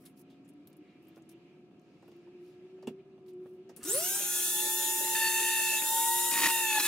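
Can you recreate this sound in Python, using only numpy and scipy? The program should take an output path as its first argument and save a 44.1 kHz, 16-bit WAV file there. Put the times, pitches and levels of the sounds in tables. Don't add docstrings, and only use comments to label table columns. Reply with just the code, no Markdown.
import sys
import numpy as np
from scipy import signal
from scipy.fft import rfft, irfft, next_fast_len
from scipy.io import wavfile
from scipy.ndimage import uniform_filter1d

SR = 44100
rng = np.random.default_rng(int(sys.argv[2]) if len(sys.argv) > 2 else 0)


def wrap_up_sound(samples):
    columns = np.atleast_2d(samples).T
    tamed = np.clip(columns, -1, 1)
    steps = np.round(tamed * 32767).astype(np.int16)
    wavfile.write(sys.argv[1], SR, steps)


N = 302967

# start_s, shaft_hz, slip
SPEED = [(3.86, 300, .058), (3.91, 418, .058), (3.95, 527, .058), (4.0, 650, .058), (4.05, 716, .058),
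         (4.11, 760, .058), (4.2, 799, .058), (4.3, 825, .058), (4.55, 857, .06), (4.8, 874, .062),
         (5.2, 890, .065), (5.5, 892.5, .067), (5.8, 879, .068), (6.0, 904.5, .073), (6.15, 916, .077),
         (6.3, 922.5, .077), (6.45, 920, .075), (6.6, 900, .071), (6.74, 864, .068), (6.785, 858, .067),
         (6.805, 836, .065), (6.83, 852, .065), (6.87, 862, .065)]
# frequency_hz, likeness
TOOL_SAME = [(60, 0.85), (130, 0.82), (290, 0.9), (640, 0.95), (1410, 0.23), (3100, 0.1), (6820, 0.088),
             (9500, 0.99), (12500, 0.7), (15000, 0.7)]
FULL_HZ = 880
RIPPLE_HZ = 360.5


def motor():
    # start_s, length_s, centre_hz, width_hz, level_db
    flares = [(3.945, 0.065, 9990, 251.7, -31.5), (4.135, .04, 8530, 250, -34.5),
              (4.135, 0.043, 7800, 249.4, -39)]
    switch_s, fade_in_s = 3.84, .06
    bog_start_s, bog_db = 6.76, -2
    stumble_turns = 0.71
    t = np.arange(N) / SR
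    hz, slip = curves(SPEED)
    load = uniform_filter1d(bites()[0], size=2000)
    shaft = np.cumsum(hz) / SR + 0.0043 * drift(44)
    cage = np.cumsum(hz * slip) / SR + 0.011 * drift(25)
    cage = cage + stumble_turns * np.clip(1 - hz / FULL_HZ, 0, 1) * drift(43.0)
    ripple = t * RIPPLE_HZ
    sink_db = bog_db * np.clip((t - bog_start_s) / 0.015, 0, 1)
    shortfall = np.clip(1 - hz / 830, 0, 1)
    tones = shaft_tones(shaft) + bearing_tones(shaft, cage, load, shortfall)
    tones += armature_tones(hz, shaft, ripple, shortfall, sink_db)
    tones += race_tones(hz, shaft, cage, load, shortfall, sink_db)
    tones += fan_whistle(hz, shaft) + hiss(flares)
    near = placed(tones, -9, 0.12) + hammering(shaft) + housing_buzz(hz, load)
    on = np.clip((t - switch_s) / fade_in_s, 0, 1)
    return on * (leftward(near) + cooling_air(shaft)) + housing_judder()


def shaft_tones(shaft):
    # time_s, level_db
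    whine = [(3.86, -32.5), (3.92, -43.5), (3.96, -35.5), (4.02, -41.5), (4.09, -54.5), (4.5, -57),
             (4.58, -45.5), (5.1, -40), (5.22, -38), (5.83, -42.5), (5.93, -34), (6.08, -31.5),
             (6.25, -38.5), (6.5, -34.5), (6.7, -40.5), (6.76, -33), (6.773, -32.5), (6.777, -24.5),
             (6.785, -24.5), (6.789, -36), (6.798, -35), (6.802, -44), (6.82, -49), (6.845, -44),
             (6.87, -51)]
    free_flute_db = -59.5
    flute = bites()[1]
    first = pulse(shaft, curves(whine)[0] + drift(11.0))
    return first + (flute + amp(free_flute_db)) * tone(2 * shaft, 0, 2.6, 13.5)


def hammering(shaft):
    # time_s, order_2_db, order_3_db, order_4_db
    hammer = [(6.755, -60, -60, -60), (6.765, -37, -34, -44), (6.775, -34, -34, -43),
              (6.784, -36, -38, -43), (6.789, -42, -46, -46), (6.8, -56, -56, -56)]
    return sum(pulse(k * shaft, db) for k, db in zip((2, 3, 4), curves(hammer, -200)))


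def bearing_tones(shaft, cage, load, shortfall):
    sides = [(3, 1), (3, 2), (5, 2), (6, 1)]
    # level_db, cutting_gain_db
    side_levels = [(-12, 14), (-8, 6), (-17, -6), (-10, -5)]
    # time_s, order_2_db, order_4_db
    pair = [(3.901, -57, -55), (3.97, -62, -66), (4.04, -50.5, -47), (4.16, -47.5, -56), (4.25, -63, -62),
            (4.35, -50.5, -46.5), (4.85, -48, -43.5), (5.1, -48.5, -49.5), (5.17, -46.5, -43),
            (5.6, -39.5, -43), (5.8, -48.5, -52), (5.88, -49, -41.5), (6.1, -45, -43), (6.3, -46.5, -44.5),
            (6.6, -44, -42.5), (6.87, -45, -46)]
    # time_s, level_db
    fifth = [(3.95, -66), (4.03, -55), (4.1, -51), (4.2, -55), (4.5, -59), (4.7, -77)]
    weak_db = -48
    out = np.zeros(N)
    for (k, m), (db, load_db) in zip(sides, side_levels):
        out += tone(k * shaft + m * cage, weak_db + load_db * load + db - 42 * shortfall, 2.2)
    for k, db in zip((2, 4), curves(pair)):
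        out += tone(k * shaft + cage, db, 1.2)
    return out + tone(5 * shaft + cage, curves(fifth, -200)[0], 2.0)


def armature_tones(hz, shaft, ripple, shortfall, sink_db):
    orders = [(0, 1), (3, 0), (4, 0), (8, -2), (11, 0), (13, 0), (15, 0), (16, 0), (16, 1), (16, -1),
              (16, 2)]
    levels = [-50, -54, -57, -54, -55, -49, -55, -50, -52, -55, -57]
    # time_s, level_db
    fourth = [(3.86, -52), (4.1, -69), (4.3, -51), (4.6, -61.5), (4.7, -65.5), (5.8, -61), (5.88, -58),
              (6.15, -58.5), (6.3, -66), (6.87, -59)]
    # frequency_hz, level_db
    slot_colour = [(5500, -52.5), (6400, -42.5), (6700, -48), (6860, -43), (7000, -38.5), (7190, -47.5),
                   (7330, -54), (7470, -43), (7620, -47), (7800, -53)]
    # frequency_hz, level_db
    slot_upper = [(5500, -68), (6300, -41), (7150, -40), (7450, -55), (7700, -57), (8100, -80)]
    slots = 8
    out = tone(4 * ripple, curves(fourth)[0], 1.5)
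    for (k, m), db in zip(orders, levels):
        out += tone(k * shaft + m * ripple, db - 36 * shortfall * (k > 0) + sink_db * (k > 4), 2.2, 2.5)
    for m in (-1, 0, 1):
        colour_db = read(slot_colour, slots * hz + m * RIPPLE_HZ)
        out += tone(slots * shaft + m * ripple, colour_db - 14.4 * shortfall + sink_db, 0.91, 1.3)
    upper_db = read(slot_upper, slots * hz + 2 * RIPPLE_HZ)
    return out + tone(slots * shaft + 2 * ripple, upper_db + sink_db, 2.2, 5.0)


def race_tones(hz, shaft, cage, load, shortfall, sink_db):
    combs = [(7, 1), (8, 3), (9, 2), (10, 2), (11, 2), (12, 2), (12, 4), (13, 2), (14, 2)]
    # running_level_db, cutting_gain_db, gain_per_40_hz_extra_speed_db
    levels = [(-52, 7, -2), (-52, 0, -6), (-49, -3, 6), (-47, -2, 5), (-47, 1, 1), (-44.5, 1, 2),
              (-47, 0, 1), (-45, -3, 0), (-50, 0, 0)]
    rock_rad, wander_rad = 1.9, .6
    out = np.zeros(N)
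    for (k, m), (db, load_db, speed_db) in zip(combs, levels):
        depth_turns = (rock_rad + wander_rad * drift(3)) / (2 * np.pi)
        rock = depth_turns * np.sin(2 * np.pi * (cage + rng.random()))
        level_db = db + load_db * load + speed_db * np.clip((hz - FULL_HZ) / 40, -1, 1)
        out += tone(k * shaft + m * cage + rock, level_db - 24 * shortfall + sink_db, 2., 4.)
    return out


def fan_whistle(hz, shaft):
    # frequency_hz, level_db
    whistle = [(5400, -47), (6800, -35.5), (7600, -30), (8500, -31.5), (10000, -33.5), (11700, -47),
               (13200, -41), (14400, -45), (15200, -49), (15700, -50), (15900, -70)]
    blades = 18
    breath = resonate(rng.standard_normal(N), blades * hz, 800)
    breath = evened(resonate(breath, blades * hz, 800))
    spread = np.clip(5 - hz / 135, .1, .9)
    breathy = 1.22 * spread * breath * amp(2.1 * spread * drift(170))
    pure = (1 - spread) * tone(blades * shaft, 0, 2.0)
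    return amp(read(whistle, blades * hz)) * (breathy + pure)


def cooling_air(shaft):
    # frequency_hz, density_db
    spectrum = [(2940, -54), (5000, -1.5), (6110, 6.5), (6600, -4), (7370, 4.5), (8270, 9), (8880, 6),
                (10500, 6.5), (11700, 7.5), (12600, 5.5), (15700, 3)]
    # time_s, level_db
    level = [(3.88, -40), (3.9, -39), (4.02, -39), (4.04, -37.5), (4.28, -40.5), (4.37, -36.5),
             (4.86, -37.5), (4.87, -36.5), (5.09, -39), (5.12, -38), (5.84, -39.5), (5.88, -36),
             (6.54, -37.5), (6.73, -42.5), (6.86, -34), (6.87, -40)]
    beat = 1 + .35 * np.cos(2 * np.pi * shaft)
    air = amp(curves(level)[0]) * beat * noise(spectrum, TOOL_SAME, 2., (11000, 15500))
    return panned(air, 9000.)


def housing_buzz(hz, load):
    # frequency_hz, density_db
    spectrum = [(120, -76), (200, -57), (279, -21), (359, 3), (425, -13.5), (500, -13), (575, -3),
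                (660, -12), (773, -24), (877, -5), (1120, -20), (1300, -7.5), (1810, -8), (2080, -9.5),
                (2400, -10), (2670, 0), (3050, -5.5), (3340, -1.5), (3690, 1.5), (4400, -5), (4900, -9.5),
                (5600, -10.5), (7280, 0), (12300, -120)]
    full_speed_db, db_per_octave, load_db = -49, 5, 1
    level_db = full_speed_db + db_per_octave * np.log2(hz / FULL_HZ) + load_db * load
    return panned(amp(level_db) * noise(spectrum, TOOL_SAME, 4.2, (3900, 5200)), 3000.)


def housing_judder():
    # time_s, level_db
    level = [(3.77, -83), (3.8, -62), (3.84, -58), (3.88, -51), (3.95, -48), (4.02, -51), (4.12, -60),
             (4.3, -60), (4.45, -66), (4.6, -90)]
    # centre_hz, width_hz, level_db
    modes = [(125, 70, 5), (985, 150, -7), (1242, 25, -3), (1440, 90, -2), (1680, 80, -1), (2050, 120, -8),
             (2680, 150, -2), (1300, 900, -4)]
    shakes = rng.standard_normal(N) * amp(4.4 * drift(91))
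    body = sum(amp(db) * evened(resonate(shakes, f, w)) for f, w, db in modes)
    return amp(curves(level, -200)[0]) * evened(body)


def cutting():
    # shaft_order, level_db
    upper_orders = [(4, -8), (5, -10), (7, -12), (10, -13), (11, -13), (12, -11)]
    # frequency_hz, width_hz, level_db
    dome = [(302, 40, 16.5), (908, 4.9, 12), (1840, 31, -71), (2514, 74, 26), (2665, 44, 19),
            (3340, 32, -6), (3620, 45, -9), (5300, 57, -20), (5570, 51, -30)]
    # frequency_hz, density_db
    scrape_spectrum = [(71, -56), (120, -34), (310, -15.5), (775, -25), (913, -10), (1490, -10.5),
                       (1820, -13), (2000, -11.5), (6000, -13), (7800, -50), (13200, -120)]
    # start_s, length_s, centre_hz, width_hz, level_db
    squeaks = [(6.788, .023, 4060, 60, -32), (6.78, .04, 5200, 700, -39), (6.785, .03, 5900, 400, -40),
               (6.815, .03, 4150, 300, -38), (6.835, .045, 4300, 1800, -35)]
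    rough_db, upper_clean_db = -5.5, -14
    third_rough, fifth_rough = .45, .22
    hz, slip = curves(SPEED)
    load, flute, third, fifth, scraping = bites()
    turns = np.cumsum(hz) / SR
    grit = rng.standard_normal(N) * amp(1.0 * drift(90))

    def rough(k, width):
        return evened(resonate(resonate(grit, k * hz, width), k * hz, 3.0 * width))

    upper = sum(amp(db) * rough(k + 0.0048, 140) for k, db in upper_orders)
    chatter = amp(rough_db) * flute * (rough(2.03, 99.0) + upper)
    wobble = 1 + .25 * np.cos(2 * np.pi * np.cumsum(hz * slip) / SR)
    clean = wobble * tone(3 * turns, 0, 1.06)
    chatter += third * (clean + third_rough * rough(2.925, 310))
    fourth_tone = third * tone(4 * turns, upper_clean_db, 3., 20.)
    chatter += wobble * (fourth_tone + fifth * tone(5 * turns, 0, 3., 20.))
    chatter += fifth_rough * third * rough(4.85, 450)
    chips = amp(3.6 * np.minimum(rng.exponential(1, N), 3))
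    chips = chips * (rng.random(N) < 700 / SR) * rng.choice([-1, 1], N)
    colour = irfft(rfft(chips) * amp(read(scrape_spectrum, np.fft.rfftfreq(N, 1 / SR))), N)
    ring = sum(amp(db) * evened(resonate(chips, f, 1.4 * w)) for f, w, db in dome)
    scrape = scraping * (evened(colour) + .5 * evened(ring))
    return leftward(placed(chatter + scrape + snaps(dome) + hiss(squeaks), -12, 0.12))


def snaps(dome):
    # time_s, peak_db (before the low-pass)
    catches = [(5.1506, -24), (5.8215, -20), (6.3245, -23), (6.339, -20), (6.355, -18), (6.36, -24),
               (6.3725, -23), (6.377, -22), (6.389, -21), (6.396, -21), (6.422, -19), (6.429, -20),
               (6.4355, -16), (6.438, -16), (6.4418, -14), (6.444, -18), (6.4575, -16), (6.4625, -13),
               (6.469, -14), (6.472, -18)]
    click_hz, click_t60_s = 3000, .0012
    t, out = np.arange(1500) / SR, np.zeros(N + 1500)
    ring = sum(amp(db - 27 * w * t) * np.sin(2 * np.pi * f * t) for f, w, db in dome)
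    click = np.cos(2 * np.pi * click_hz * t) * amp(-60 * t / click_t60_s)
    burst = .3 * ring / abs(ring).max() + click
    for s, db in catches:
        out[round(s * SR):][:len(t)] += amp(db) * burst / abs(burst).max()
    return signal.sosfilt(signal.butter(2, 5500, fs=SR, output="sos"), out[:N])


def bites():
    # start_s, length_s, flute_db, order_3_db, order_5_db, scraping_db, change_over_length_db
    cuts = [(5.149, 0.043, -30.5, -35.5, -43, -62, -10), (5.197, 0.02, -50, -37, -47, -55, 2),
            (5.215, 0.069, -39, -40.5, -46.5, -53, 4.5), (5.294, 0.032, -39, -39, -46, -59, -0.5),
            (5.336, 0.45, -43, -37.5, -51, -73, -1), (6.311, 0.092, -49, -67, -59, -46, 12),
            (6.412, 0.094, -45, -57, -67, -34, -1.5), (6.415, 0.023, -36, -57, -65, -34.5, 3),
            (6.433, 0.014, -24, -50, -64, -31, -1.5), (6.455, 0.017, -25.5, -54, -64, -33, 0),
            (6.498, 0.25, -46, -38.5, -62, -60, 0.5), (6.699, 0.065, -38.5, -34, -58, -46, 0.5),
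            (6.756, 0.032, -41.5, -62, -47, -50, 6.5), (6.797, 0.015, -58, -40, -55, -36, 1),
            (6.82, 0.063, -39, -42.5, -53, -47, 8.5)]
    rise_s, release_s = 0.003, 0.008
    t, out = np.arange(N) / SR, np.zeros((5, N))
    for s, length, *levels_db, change_db in cuts:
        span = slice(round(s * SR), round((s + length + release_s) * SR))
        age = t[span] - s
        gate = np.clip(np.minimum(age / rise_s, 1 + (length - age) / release_s), 0, 1)
        slant = amp(change_db * np.clip(age / length, 0, 1))
        gains = np.array([np.ones_like(slant), *np.outer(amp(levels_db), slant)])
        out[:, span] = np.maximum(out[:, span], gate * gains)
    return out


def ticks():
    # start_s, peak_db (before panning), centre_hz, t60_s, scrape_s, left_right_db
    contacts = [(0.052, -42, 10700, 0.13, 0.0094, -9), (0.057, -47, 3820, 0.062, 0.011, -6),
                (0.172, -62, 4300, 0.05, 0.006, -1), (0.173, -60, 12000, .06, .01, 0),
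                (0.193, -49.5, 12000, 0.048, 0.0026, -9), (0.298, -56, 3220, 0.17, 0.013, -10),
                (0.444, -63, 6950, 0.066, 0.016, -8), (0.297, -70, 5600, .1, .02, -2),
                (0.477, -58, 10100, 0.04, 0.011, -3), (0.488, -50.5, 10000, .06, .004, -6),
                (.536, -63, 10760, .02, .001, 0), (0.672, -43, 12300, 0.059, .001, -8),
                (.673, -52, 4200, .03, .002, -6), (.73, -60, 4300, .03, .002, -3),
                (0.7, -56, 13680, 0.036, .001, -2), (.729, -53, 9600, 0.032, 0.0012, -6),
                (0.767, -54, 11800, .05, .002, -2), (1.026, -64, 14400, 0.041, 0.0024, 0),
                (1.07, -64, 9010, 0.046, .003, 2), (1.082, -54, 13600, 0.062, 0.0046, -5),
                (1.159, -56, 5450, 0.036, 0.0026, -6), (1.175, -65, 12100, 0.063, .006, 0),
                (1.221, -58, 6980, 0.048, .002, -5), (1.29, -47, 10300, 0.025, 0.0076, -6),
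                (1.291, -54, 5470, .03, .008, -4), (1.317, -60, 11130, 0.043, 0.0037, -4),
                (1.795, -64, 6540, 0.027, 0.0017, -2), (1.816, -71, 12470, 0.034, 0.0022, 0),
                (2.024, -68, 7000, 0.054, 0.0043, 0), (2.078, -59, 13100, 0.051, .006, -4),
                (2.115, -61, 5200, .04, .003, 0), (2.164, -66, 13500, 0.032, 0.0029, -1),
                (2.824, -54, 5030, 0.086, 0.0064, -7), (2.871, -40.5, 7670, 0.049, 0.004, -5),
                (3.261, -61, 4400, 0.032, 0.0064, -8), (3.28, -56.5, 3640, 0.14, 0.011, -15),
                (3.334, -59, 8730, 0.029, 0.0021, -10), (3.691, -50, 5665, 0.094, 0.0068, -8),
                (3.7633, -37, 11200, 0.067, 0.0005, 5), (3.767, -42, 9100, 0.17, .005, -11),
                (3.83, -31, 7880, 0.057, 0.0036, -10), (3.839, -24.5, 9390, 0.039, 0.0014, -7),
                (3.85, -27, 7900, 0.14, 0.001, -6)]
    out, t = np.zeros((2, N + 6000)), np.arange(6000) / SR
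    treble = signal.butter(2, 3200, "high", fs=SR, output="sos")
    for s, db, hz, t60, length, pan_db in contacts:
        grain = rng.standard_normal((2, len(t)))
        grain[1] = 0.22 * grain[0] + 0.32 * grain[1]
        fade = amp(-60 * np.maximum(t - abs(length), 0) / max(t60, .005))
        fade *= np.minimum(t / (0.25 * abs(length)), 1)
        fade *= 1 + 0.44 * np.exp(-t / 0.00094)
        wide = signal.sosfilt(treble, grain)
        peak = np.array([resonate(g, hz, 1600) for g in grain])
        burst = fade * (0.041 * wide + evened(peak))
        at = round(s * SR)
        out[:, at:at + len(t)] += panned_gain(db, pan_db) * burst / abs(burst).max()
    return out[:, :N]


def knocks():
    # start_s, body_peak_db, upper_modes_relative_db
    taps = [(1.167, -44.5, -8), (1.708, -55, -10), (2.025, -48, -10), (2.079, -48.5, -2), (2.116, -51, 3),
            (2.27, -53, -14), (2.779, -54, -8), (2.827, -43, -22), (2.872, -31, 6), (3.177, -51, -5),
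            (3.456, -43, -30), (3.693, -41, -20), (3.77, -47, -23)]
    # start_s, peak_db
    landings = [(2.873, -24), (2.905, -34), (3.79, -41)]
    # frequency_hz, level_db, t60_s
    bench = [(155, -5.5, 0.14), (236, 9.5, 0.071), (397, 11.5, 0.029), (738, -31, 0.032), (860, -11, 0.019),
             (2760, -5, 0.016), (3400, -11, 0.014)]
    t, out = np.arange(8000) / SR, np.zeros(N + 8000)
    rings = np.array([amp(db - 60 * t / t60) * np.sin(2 * np.pi * hz * t) for hz, db, t60 in bench])
    low = np.array([hz < 500 for hz, db, t60 in bench])
    thump = rings[low].sum(0) * np.minimum(t / 0.0049, 1)
    for s, db in landings:
        out[round(s * SR):][:len(t)] += amp(db) * thump / abs(thump).max()
    upper = rings[~low].sum(0) * np.minimum(t / 0.0015, 1) ** 2
    for s, db, upper_db in taps:
        puff = rng.standard_normal(len(t)) * amp(-60 * t / 0.081) * np.minimum(t / 0.0028, 1)
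        body = resonate(resonate(puff, 470, 330), 390, 920)
        bright = 0.18 * resonate(puff, 1350, 1600) + 0.73 * upper
        out[round(s * SR):][:len(t)] += amp(db) * (body / abs(body).max() + amp(upper_db) * bright)
    dry_knocks = signal.sosfilt(signal.butter(2, 130, "high", fs=SR, output="sos"), out[:N])
    return placed(dry_knocks, 1.0, 0.083) * amp([[-1.2], [1.2]])


def handling():
    # middle_s, length_s, level_db
    rustle = [(0.028, 0.18, -74.5), (0.196, 0.11, -67), (1.043, 0.11, -83), (1.17, 0.1, -80),
              (1.315, 0.081, -72), (2.1, 0.27, -91), (2.48, 0.27, -83), (3.29, 0.099, -75),
              (3.497, 0.38, -84), (3.82, 0.096, -69)]
    # frequency_hz, density_db
    rustle_spectrum = [(1760, -41), (3000, -25), (4300, -6), (5830, -1), (7480, -5), (10300, 1),
                       (15700, -3)]
    # middle_s, length_s, centre_hz, width_hz, level_db
    brushes = [(0.062, 0.097, 1770, 1200, -69), (0.32, 0.19, 2780, 1300, -74.5),
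               (0.723, 0.13, 2200, 1500, -76), (0.903, 0.33, 2200, 700, -70.5), (.9, .12, 3900, 900, -81),
               (1.099, .2, 2200, 1500, -72), (1.331, 0.15, 2660, 700, -72), (1.502, 0.29, 2450, 600, -77),
               (1.9, 0.35, 4740, 2000, -83), (2.104, 0.46, 4470, 2500, -79.5),
               (2.49, 0.24, 4007, 2500, -76.5), (2.998, 0.059, 2400, 700, -71)]
    t = np.arange(N) / SR
    strokes = sum(amp(db) * np.cos(np.pi * np.clip((t - s) / length, -.5, .5)) ** 4
                  for s, length, db in rustle)
    sliding = strokes * amp(2. * drift(79.2)) * noise(rustle_spectrum, TOOL_SAME, 2., (7000, 14000))
    brushing = hiss([(s - length / 2, length, *rest) for s, length, *rest in brushes])
    return placed(brushing, 0, .08) + sliding


def far_machine():
    # time_s, pitch_hz, level_db
    track = [(0, 258, -59), (.44, 280.8, -61), (.76, 302, -62), (1.26, 327, -63), (1.56, 361.3, -59),
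             (1.8, 351.8, -75), (2.05, 355.8, -68), (2.15, 350.8, -56.5), (2.55, 361, -52),
             (2.9, 380.8, -52), (3.1, 384.7, -58), (3.4, 362.4, -45.5), (3.69, 373.3, -54.5),
             (3.78, 377.2, -62.5), (3.9, 386.2, -45)]
    t, (hz, level_db) = np.arange(N) / SR, curves(track)
    level_db = level_db - 40 * np.clip((t - track[-1][0]) / 0.71, 0, 1)
    level_db = level_db + 3. * np.clip(2.3 - t, 0, 1) * drift(30.)
    return tone(np.cumsum(hz + 3.4 * drift(12.4)) / SR, level_db, 2.5)


def workshop():
    # frequency_hz, likeness
    likeness = [(60, 0.97), (180, 0.96), (550, 0.91), (1650, 0.37), (4970, -0.39), (15000, 1)]
    # frequency_hz, density_db
    rumble_spectrum = [(12, -76), (20, -27), (70, -30.5), (175, 2.5), (285, -2.5), (354, 4.5), (416, -12),
                       (517, -11.5), (665, -16), (715, -19.5), (826, -24.5), (1320, -21), (1500, -35),
                       (1950, -70), (3300, -120)]
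    # frequency_hz, density_db
    whir_spectrum = [(530, -48), (900, 3.5), (1160, -49), (1320, 5.5), (1420, -12), (1620, 2), (1870, -5),
                     (2370, 2.5), (2840, 1.5), (3050, -3), (4750, -10), (11500, -26.5), (15700, -34)]
    # time_s, level_db
    whir_level = [(0, -77), (.55, -76.5), (.9, -76), (1.45, -73.5), (1.7, -78), (2, -74.5), (2.7, -73.5),
                  (3, -78), (3.55, -78), (3.8, -73)]
    hum_hz, hum_db, rumble_db = 721, -76.5, -63.5
    hum = tone(np.arange(N) / SR * hum_hz, hum_db, 0.64)
    rumble = amp(rumble_db + 0.081 * drift(3.2)) * noise(rumble_spectrum, likeness, 0.4, (100, 230))
    whir = noise(whir_spectrum, likeness, 1.4, (1800, 3500))
    return hum + rumble + amp(curves(whir_level)[0] + 0.2 * drift(8.7)) * whir


def amp(db):
    return np.exp(np.asarray(db) * (np.log(10) / 20))


def evened(x):
    return x / np.sqrt(np.mean(x ** 2) + 1e-20)


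def read(points, hz):
    f, value = np.transpose(points)
    return np.interp(np.log(hz + 1), np.log(f + 1), value)


def curves(rows, silent_db=None):
    s, *columns = np.transpose(rows)
    return [np.interp(np.arange(N) / SR, s, c, silent_db, silent_db) for c in columns]


def drift(hz):
    lowpass = signal.butter(2, hz, fs=SR / 64, output="sos")
    slow = signal.sosfilt(lowpass, rng.standard_normal(N // 64 + 2))
    return evened(np.interp(np.arange(N) / 64, np.arange(len(slow)), slow))


def tone(turns, db, waver_db, waver_hz=10.6):
    return np.sqrt(2) * amp(db + waver_db * drift(waver_hz)) * np.sin(2 * np.pi * (turns + rng.random()))


def pulse(turns, db):
    return -np.sqrt(2) * amp(db) * np.cos(2 * np.pi * turns)


def resonate(x, hz, width):
    turn = np.exp(2j * np.pi * np.cumsum(hz * np.ones(len(x))) / SR)
    r = np.exp(-np.pi * width / SR)
    return 2 * (turn * signal.lfilter([1 - r], [1, -r], x / turn)).real


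def noise(spectrum, same, patchy_db, band_hz):
    frames, hz = N // 256 + 5, np.fft.rfftfreq(1024, 1 / SR)
    a, b, c, d, patches = rng.standard_normal((frames, 513, 5)).T
    patches = uniform_filter1d(uniform_filter1d(patches, size=8, axis=0), size=8, axis=1)
    patches = evened(patches)
    like, left = np.clip(read(same, hz), -1, 1)[:, None], a + 1j * b
    right = like * left + np.sqrt(1 - like ** 2) * (c + 1j * d)
    shape = amp(read(spectrum, hz))
    inside = (hz > band_hz[0]) & (hz < band_hz[1])
    share = np.sqrt(np.sum(shape[inside] ** 2) / np.sum(shape ** 2))
    z = np.array([left, right]) * shape[:, None] * amp(patchy_db * patches)
    x = signal.istft(z, nperseg=1024, noverlap=768)[1][:, :N]
    return evened(x) / share


def hiss(rows):
    out = np.zeros(N + SR)
    for s, length, hz, width, db in rows:
        count = round(length * SR)
        band = resonate(rng.standard_normal(count), hz, width)
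        band = evened(resonate(band, hz, 2 * width))
        out[round(s * SR):][:count] += amp(db) * band * np.hanning(count)
    return out[:N]


def placed(x, wet_db, t60):
    t = np.arange(SR // 8) / SR
    echoes = rng.standard_normal((2, len(t))) * (rng.random((2, len(t))) < .05)
    tail = echoes * amp(-60 * t / t60) * (t > .001)
    tail = signal.sosfilt(signal.butter(2, 2000, "high", fs=SR, output="sos"), tail)
    tail *= amp(wet_db) / np.linalg.norm(tail, axis=1, keepdims=True)
    tail[:, 0] = 1
    return signal.fftconvolve(x[None], tail / np.hypot(1, amp(wet_db)), axes=1)[:, :N]


def panned_gain(db, pan_db):
    return amp(db + pan_db * np.array([[.5], [-.5]]))


def panned(x, hz):
    # frequency_hz, left_right_db
    balance = [(60, 0.5), (180, 0.0), (550, 0.5), (1650, 1), (4970, -1.5), (15000, 3)]
    return x * panned_gain(0, read(balance, hz))


def leftward(x):
    lag_s, lag_edge_hz, lean_db = 0.00005, 7700, 0.45
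    size = next_fast_len(N)
    hz = np.fft.rfftfreq(size, 1 / SR)
    late = np.exp(-2j * np.pi * hz * lag_s / (1 + (hz / lag_edge_hz) ** 6))
    right = irfft(rfft(x[1], size) * late, size)[:N]
    return np.array([x[0] * amp(lean_db / 2), right * amp(-lean_db / 2)])


def scene():
    tool = signal.sosfilt(signal.butter(2, 150, "high", fs=SR, output="sos"), motor() + cutting())
    return tool + ticks() + knocks() + handling() + far_machine() + workshop()


def record(dry):
    lowpass = signal.firwin(511, 15800, window=("kaiser", 9), fs=SR)
    return signal.oaconvolve(dry, lowpass[None], "same")


dry = scene()
out = record(dry)
wrap_up_sound(out)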